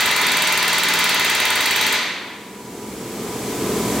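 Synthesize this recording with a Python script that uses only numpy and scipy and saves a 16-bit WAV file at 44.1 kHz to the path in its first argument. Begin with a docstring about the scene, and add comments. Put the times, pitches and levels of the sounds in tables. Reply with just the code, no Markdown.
"""An air-powered riveting hammer pounds a steel frame about 19 times a second in a large workshop.
Each blow cracks, rings the frame and fills the hall, with a low hum and a few dull knocks beneath.
After about two seconds the hammer slows and stops. Its din holds an automatic volume control down;
as the volume creeps back, the drone of a piston machine (probably the compressor), a thin whine
and a steady hiss of air swell up."""
import sys
import numpy as np
from scipy import signal
from scipy.fft import rfft, irfft
from scipy.io import wavfile
from scipy.ndimage import uniform_filter1d

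SR = 44100
rng = np.random.default_rng(int(sys.argv[2]) if len(sys.argv) > 2 else 0)


def master_out(mix):
    """Clip the mix to full scale and print it as 16-bit PCM to the path in sys.argv[1]."""
    frames = np.transpose(np.atleast_2d(mix))
    ceiling = np.clip(frames, -1, 1)
    pcm = np.round(ceiling * 32767).astype(np.int16)
    wavfile.write(sys.argv[1], SR, pcm)


N = 176400  # four seconds
LEAD_S = 1.5  # the hammer is already running this long before we start listening


def undb(db):
    """Turn decibels (dB) into a number to multiply by."""
    return 10 ** (np.asarray(db) / 20)


def level(x, db):
    """Scale a sound to an average (rms) level."""
    return x * undb(db) / np.sqrt(np.mean(x ** 2))


def on_log_axis(hz, points):
    """Read between (Hz, value) points, giving every octave equal room."""
    pitches, values = np.array(points).T
    return np.interp(np.log(np.maximum(hz, 1)), np.log(pitches), values)


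def colour(x, points):
    """Make each pitch range louder or softer, following (Hz, dB) points."""
    size = 4096
    cepstrum = irfft(np.log(undb(on_log_axis(np.fft.rfftfreq(size, 1 / SR), points))))
    # Fold the second half onto the first, so the filter never rings before it is struck.
    cepstrum[1:size // 2] *= 2
    cepstrum[size // 2 + 1:] = 0
    return ring(x, irfft(np.exp(rfft(cepstrum))))


def ring(x, response):
    """Play a sound through a room or filter, given its response to one click."""
    return signal.fftconvolve(x, response)[:len(x)]


def stereo(mid, side):
    """Make left and right: mid is what they share, side makes the sound wide."""
    return np.array([mid + side, mid - side])


def wander(rate):
    """A curve of size about 1 that glides to a new random value `rate` times a second."""
    step = int(SR / rate)
    stairs = np.repeat(rng.standard_normal(N // step + 1), step)
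    return level(uniform_filter1d(stairs, step)[:N], 0)


def swell(points):
    """A volume curve through (seconds, dB) points."""
    return undb(np.interp(np.arange(N) / SR, *np.array(points).T))


# The piston's blows, slowing as the trigger is let go. Each entry: start in seconds.
BLOW_TIMES = [0.0062, 0.0586, 0.1103, 0.162, 0.2132, 0.2658, 0.3176, 0.3692, 0.4204, 0.4717, 0.5233, 0.5748,
              0.6269, 0.6789, 0.73, 0.7816, 0.8332, 0.8851, 0.9367, 0.9893, 1.0406, 1.0924, 1.1438, 1.1954,
              1.2464, 1.2975, 1.3495, 1.3999, 1.4523, 1.5031, 1.5549, 1.6068, 1.6578, 1.7082, 1.7601,
              1.8118, 1.8648, 1.9243]

def hammer_blows():
    """List each blow's time and strength, ending with one weak tap as the air runs out."""
    gap_s, scatter_db = .0518, .5
    earlier = BLOW_TIMES[0] - np.arange(gap_s, LEAD_S, gap_s)
    times = np.r_[earlier, BLOW_TIMES]
    strengths = undb(scatter_db * rng.standard_normal(len(times)))
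    last_tap = (2.028, undb(-20))
    return list(zip(times, strengths)) + [last_tap]


def piston_hits(blows):
    """One clean click each time the piston hits the die, the tool tip that sits on the rivet."""
    times, strengths = np.array(blows).T
    force = np.zeros(N + int(LEAD_S * SR))
    force[((times + LEAD_S) * SR).astype(int)] = strengths
    return force


def bursts(blows, shape):
    """A fresh puff of noise at every blow, rising and fading as `shape` does."""
    out = np.zeros(N + int(LEAD_S * SR))
    for at, strength in blows:
        burst = shape * rng.standard_normal(len(shape))
        start = int((at + LEAD_S) * SR)
        out[start:start + len(shape)] += strength * burst / np.linalg.norm(burst)
    return out


def die_chatter(blows):
    """The die rattles briefly on the rivet, differently at every blow."""
    roughness, fade_s = 0.29, 0.0013
    return roughness * bursts(blows, np.exp(-np.arange(SR // 100) / SR / fade_s))


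def while_hammering(x, db):
    """Drop the lead-in and set the average level for the time the hammer runs."""
    x = x[..., -N:]
    running = x[..., :int(BLOW_TIMES[-1] * SR)]
    return x * undb(db) / np.sqrt(np.mean(running ** 2))


# The tone of the crack. Each row: pitch in Hz, relative level in dB.
CRACK_COLOUR = [(600, -22), (2000, -16), (3200, -13), (4000, -13), (4700, -22), (7000, -22), (7580, -12),
                (8150, -21), (8650, -10), (9200, -21), (9900, -23), (10600, -14), (11900, -20),
                (13300, -19), (15500, -21)]
# Echoes from nearby surfaces. Each row: delay in seconds, level in dB compared with the crack.
NEAR_ECHOES = [(.0078, -13), (.0185, -12), (.028, -19)]

def crack(blows):
    """A short, bright snap straight from die and rivet, then its first echoes."""
    rise_s, hold_s, fade_s, echo_fade_s = 0.00014, 0.0023, 0.0038, 0.0034
    t = np.arange(SR // 20) / SR
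    shape = (1 - np.exp(-t / rise_s)) * np.exp(-np.maximum(t - hold_s, 0) / fade_s)
    for delay, db in NEAR_ECHOES:
        echo = undb(db) * (t > delay) * np.exp(-np.abs(t - delay) / echo_fade_s)
        shape = np.hypot(shape, echo)
    mid, side = (colour(bursts(blows, shape), CRACK_COLOUR) for _ in range(2))
    return while_hammering(stereo(mid, undb(-15) * side), db=0.5)


# The steel frame's strongest notes. Each row: pitch in Hz, relative level in dB.
FRAME_NOTES = [(231, -49), (272, -50), (388, -47), (427, -46), (618, -44), (873, -40.5), (1014, -38.5),
               (1275, -44.5), (1453, -41), (1583, -41), (1803, -39), (2024, -36.5), (2054, -39),
               (2076, -41), (2175, -42), (2347, -38), (2417, -39), (2600, -40), (2719, -39), (3079, -43.5),
               (3230, -42), (3397, -43.5), (3671, -39), (3860, -40), (4021, -43), (4393, -43), (4549, -43)]

def frame_ring(force):
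    """Each blow tops up the frame's notes; the die slips a little, so their waves jump each time."""
    ring_s = .5  # time to fade by 60 dB
    slip_radians, waver_db, side_db = 1.6, 2, -23
    t = np.arange(N) / SR
    energy_kept = np.exp(-2 * np.log(1000) / ring_s / SR)  # from one sample to the next
    loudness = np.sqrt(signal.lfilter([1], [1, -energy_kept], force ** 2))[-N:]
    blows_so_far = np.cumsum(force > 0)[-N:]
    out = 0
    for hz, db in FRAME_NOTES:
        slips = slip_radians * rng.standard_normal(blows_so_far[-1] + 1)
        phase = 2 * np.pi * hz * t + np.cumsum(slips)[blows_so_far]
        side = undb(side_db) * np.sin(phase + 2 * np.pi * rng.random())
        out = out + undb(db + waver_db * wander(rate=12.2)) * stereo(np.sin(phase), side)
    return while_hammering(out * loudness, db=4.5)


# How long frame and hall ring on. Each row: pitch in Hz, seconds to fade by 60 dB.
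RING_TIMES = [(60, 0.36), (300, 1.4), (1000, 1.23), (2000, 1.056), (4000, 0.9), (6000, 0.72), (9000, 0.57),
              (16000, 0.083)]

def hall():
    """The hall's answer to one click: a wash of noise that builds fast and loses its highs first."""
    fill_s = .012
    t = np.arange(2 * SR) / SR
    spectrum = rfft(rng.standard_normal(len(t)))
    hz = np.fft.rfftfreq(len(t), 1 / SR)
    out = 0
    for centre, ring_s in RING_TIMES:
        share = on_log_axis(hz, [(pitch, float(pitch == centre)) for pitch, _ in RING_TIMES])
        band = irfft(spectrum * share)
        out = out + band * np.exp(-np.log(1000) * t / ring_s) / np.sqrt(ring_s)
    return out * (1 - np.exp(-t / fill_s))


# The tone of the dense ringing. Each row: pitch in Hz, relative level in dB.
DIN_COLOUR = [(20, -41), (40, -32), (80, -22), (120, -13.5), (175, -16), (260, -8), (420, -10), (520, -9.5),
              (780, -8.5), (890, -3.5), (1030, -3.5), (1150, -5.5), (1650, -4), (2050, 1), (2500, -3.5),
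              (2850, -5), (3300, -4.5), (3900, -4), (4200, -6.5), (4500, -4.5), (5250, -12), (6300, -11.5),
              (7100, -14.5), (8700, -19), (9600, -23), (11000, -19), (15500, -15)]
# How wide it sounds. Each row: pitch in Hz, side level in dB compared with the mid.
DIN_WIDTH = [(100, -72), (380, -22.5), (700, -21), (1300, -15.5), (2400, -9), (4400, -8.5), (8000, -1.5),
             (15000, 0.5)]

def din(force):
    """The frame's countless other notes blur together and spread through the hall."""
    steel = colour(force, DIN_COLOUR)
    mid = ring(steel, hall())
    side = colour(ring(steel, hall()), DIN_WIDTH)
    return while_hammering(stereo(mid, side), db=9.5)


# How the low hum rises and falls. Each row: time in seconds, level in dB.
HUM_LEVELS = [(0, -20), (.3, -14.5), (1.05, -12.5), (1.4, -22), (1.7, -32), (1.9, -17.5), (2.3, -40)]

def beam_hum(hz=173.5):
    """A steel beam's lowest note, which sings thinly while the blows keep step with it."""
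    return level(np.sin(2 * np.pi * hz * np.arange(N) / SR), 0) * swell(HUM_LEVELS)


# Three dull knocks. Each row: start in seconds, level in dB.
KNOCKS = [(.059, -22), (.523, -17), (1.19, -22)]
# Their deep tone. Each row: pitch in Hz, relative level in dB.
KNOCK_COLOUR = [(25, -14), (45, -5), (130, 0), (250, -5), (900, -28), (4000, -60)]

def knocks(fade_s=0.013):
    """Dull knocks, probably the heavy frame shifting on the floor."""
    t = np.arange(SR // 10) / SR
    out = np.zeros(N)
    for at, db in KNOCKS:
        puff = rng.standard_normal(len(t)) * np.exp(-t / fade_s)
        start = int(at * SR)
        out[start:start + len(t)] += level(colour(puff, KNOCK_COLOUR), db)
    return out


CYCLE_HZ = 21.255  # the piston machine's cycles per second

def overtone(multiple, db, waver_db=3):
    """One wavering tone at a multiple of the cycle rate; the hall scrambles where its wave starts."""
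    loudness = undb(db + waver_db * wander(rate=6))
    return loudness * np.sin(2 * np.pi * (multiple * CYCLE_HZ * np.arange(N) / SR + rng.random()))


# The machine's strongest tones. Each row: rough pitch in Hz, relative level in dB.
STRONG_TONES = [(193.8, -35.5), (209.9, -35), (276.3, -40), (403.8, -39), (253.0, -40), (317.6, -41),
                (425.3, -38), (468.3, -42), (532.9, -46), (726.7, -49), (1017, -48), (1042, -50),
                (1147, -52), (1211, -50)]
# The tone of its rumble and weaker overtones. Each row: pitch in Hz, relative level in dB.
MACHINE_COLOUR = [(25, -2), (42, -62), (65, -11.5), (95, -11.5), (128, -4), (155, -8.5), (200, 2),
                  (300, -2), (450, 1), (530, -11), (800, -12), (1050, -16), (1500, -16.5), (2500, -23.5),
                  (6000, -48)]
# How wide the rumble sounds. Each row: pitch in Hz, side level in dB compared with the mid.
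RUMBLE_WIDTH = [(100, -54), (200, -38), (380, -21.5), (700, -11), (1300, -11), (4000, -7)]
# The drone's small surges near the end. Each row: time in seconds, level change in dB.
DRONE_SURGES = [(2.6, -1), (2.8, 0.5), (3.3, 0), (3.58, -1), (3.68, 1.5), (3.85, -0.5), (4, 1)]

def piston_machine():
    """Pistons drone in a stack of overtones, over a churning rumble and the motor's electric hum."""
    mains_hz = 120
    strong = {round(hz / CYCLE_HZ): db for hz, db in STRONG_TONES}
    tones = sum(overtone(k, db) for k, db in strong.items())
    buzz = sum(overtone(k, on_log_axis(k * CYCLE_HZ, MACHINE_COLOUR))
               for k in range(2, 64) if k not in strong)
    motor_hum = np.sin(2 * np.pi * mains_hz * np.arange(N) / SR)
    mid, side = (colour(rng.standard_normal(N), MACHINE_COLOUR) for _ in range(2))
    rumble = stereo(mid, colour(side, RUMBLE_WIDTH))
    drone = level(rumble, -21) + level(buzz, -23) + level(tones, -21.5) + level(motor_hum, -37.5)
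    return drone * swell(DRONE_SURGES)


# How the whine falls and rises. Each row: time in seconds, level in dB.
WHINE_LEVELS = [(2.3, -25), (2.9, -35), (3.25, -37), (3.5, -31), (3.7, -35), (4, -32.5)]

def whine(hz=980, flutter_hz=14):
    """A thin, unsteady whine over the machine."""
    t = np.arange(N) / SR
    flutter = wander(flutter_hz) + 1j * wander(flutter_hz)  # shakes both loudness and pitch
    tone = (flutter * np.exp(2j * np.pi * hz * t)).real
    return level(tone, 0) * swell(WHINE_LEVELS)


# The tone of the hiss. Each row: pitch in Hz, relative level in dB.
HISS_COLOUR = [(600, -7.5), (1800, -2), (2200, 3.5), (2700, -1.5), (3350, 0.5), (3650, -1.5), (5000, -1.5),
               (6200, -1.5), (6800, .5), (7300, -2), (7800, 1.5), (8500, -3.5), (10000, -4.5),
               (10800, -4.5), (15500, -9)]
# How wide it sounds. Each row: pitch in Hz, side level in dB compared with the mid.
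HISS_WIDTH = [(1000, -24), (2400, -10), (4400, -6), (8000, -2), (15000, 0.5)]

def air_hiss():
    """Escaping air makes a smooth, wide hiss."""
    mid, side = (colour(rng.standard_normal(N), HISS_COLOUR) for _ in range(2))
    return level(stereo(mid, colour(side, HISS_WIDTH)), db=-23.5)


def scene():
    """Add the hammering to the workshop sounds that run the whole time."""
    blows = hammer_blows()
    force = piston_hits(blows)
    rough_force = force + die_chatter(blows)
    hammering = crack(blows) + frame_ring(force) + din(rough_force) + beam_hum() + knocks()
    return hammering + piston_machine() + whine() + air_hiss()


def record(dry):
    """Cut the deep bass, turn loud sound down at once and back up slowly, round peaks, cut the top."""
    low_cut_hz, top_hz, ceiling = 38, 15850, 0.92
    target_db, recovery_db_per_s, averaging_s = -16, 13.5, 0.012
    x = signal.sosfilt(signal.butter(4, low_cut_hz, "high", fs=SR, output="sos"), dry)
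    power = uniform_filter1d(np.mean(x ** 2, axis=0), int(averaging_s * SR))
    recovery = undb(recovery_db_per_s * np.arange(N) / SR)
    # Remember the loudest moment so far, and let that memory fade.
    held = np.maximum.accumulate(np.sqrt(np.abs(power)) * recovery) / recovery
    turned_down = x / np.hypot(1, held / undb(target_db))
    rounded = ceiling * np.tanh(turned_down / ceiling)
    return signal.sosfilt(signal.ellip(14, .2, 80, top_hz, fs=SR, output="sos"), rounded)


dry = scene()
out = record(dry)
master_out(out)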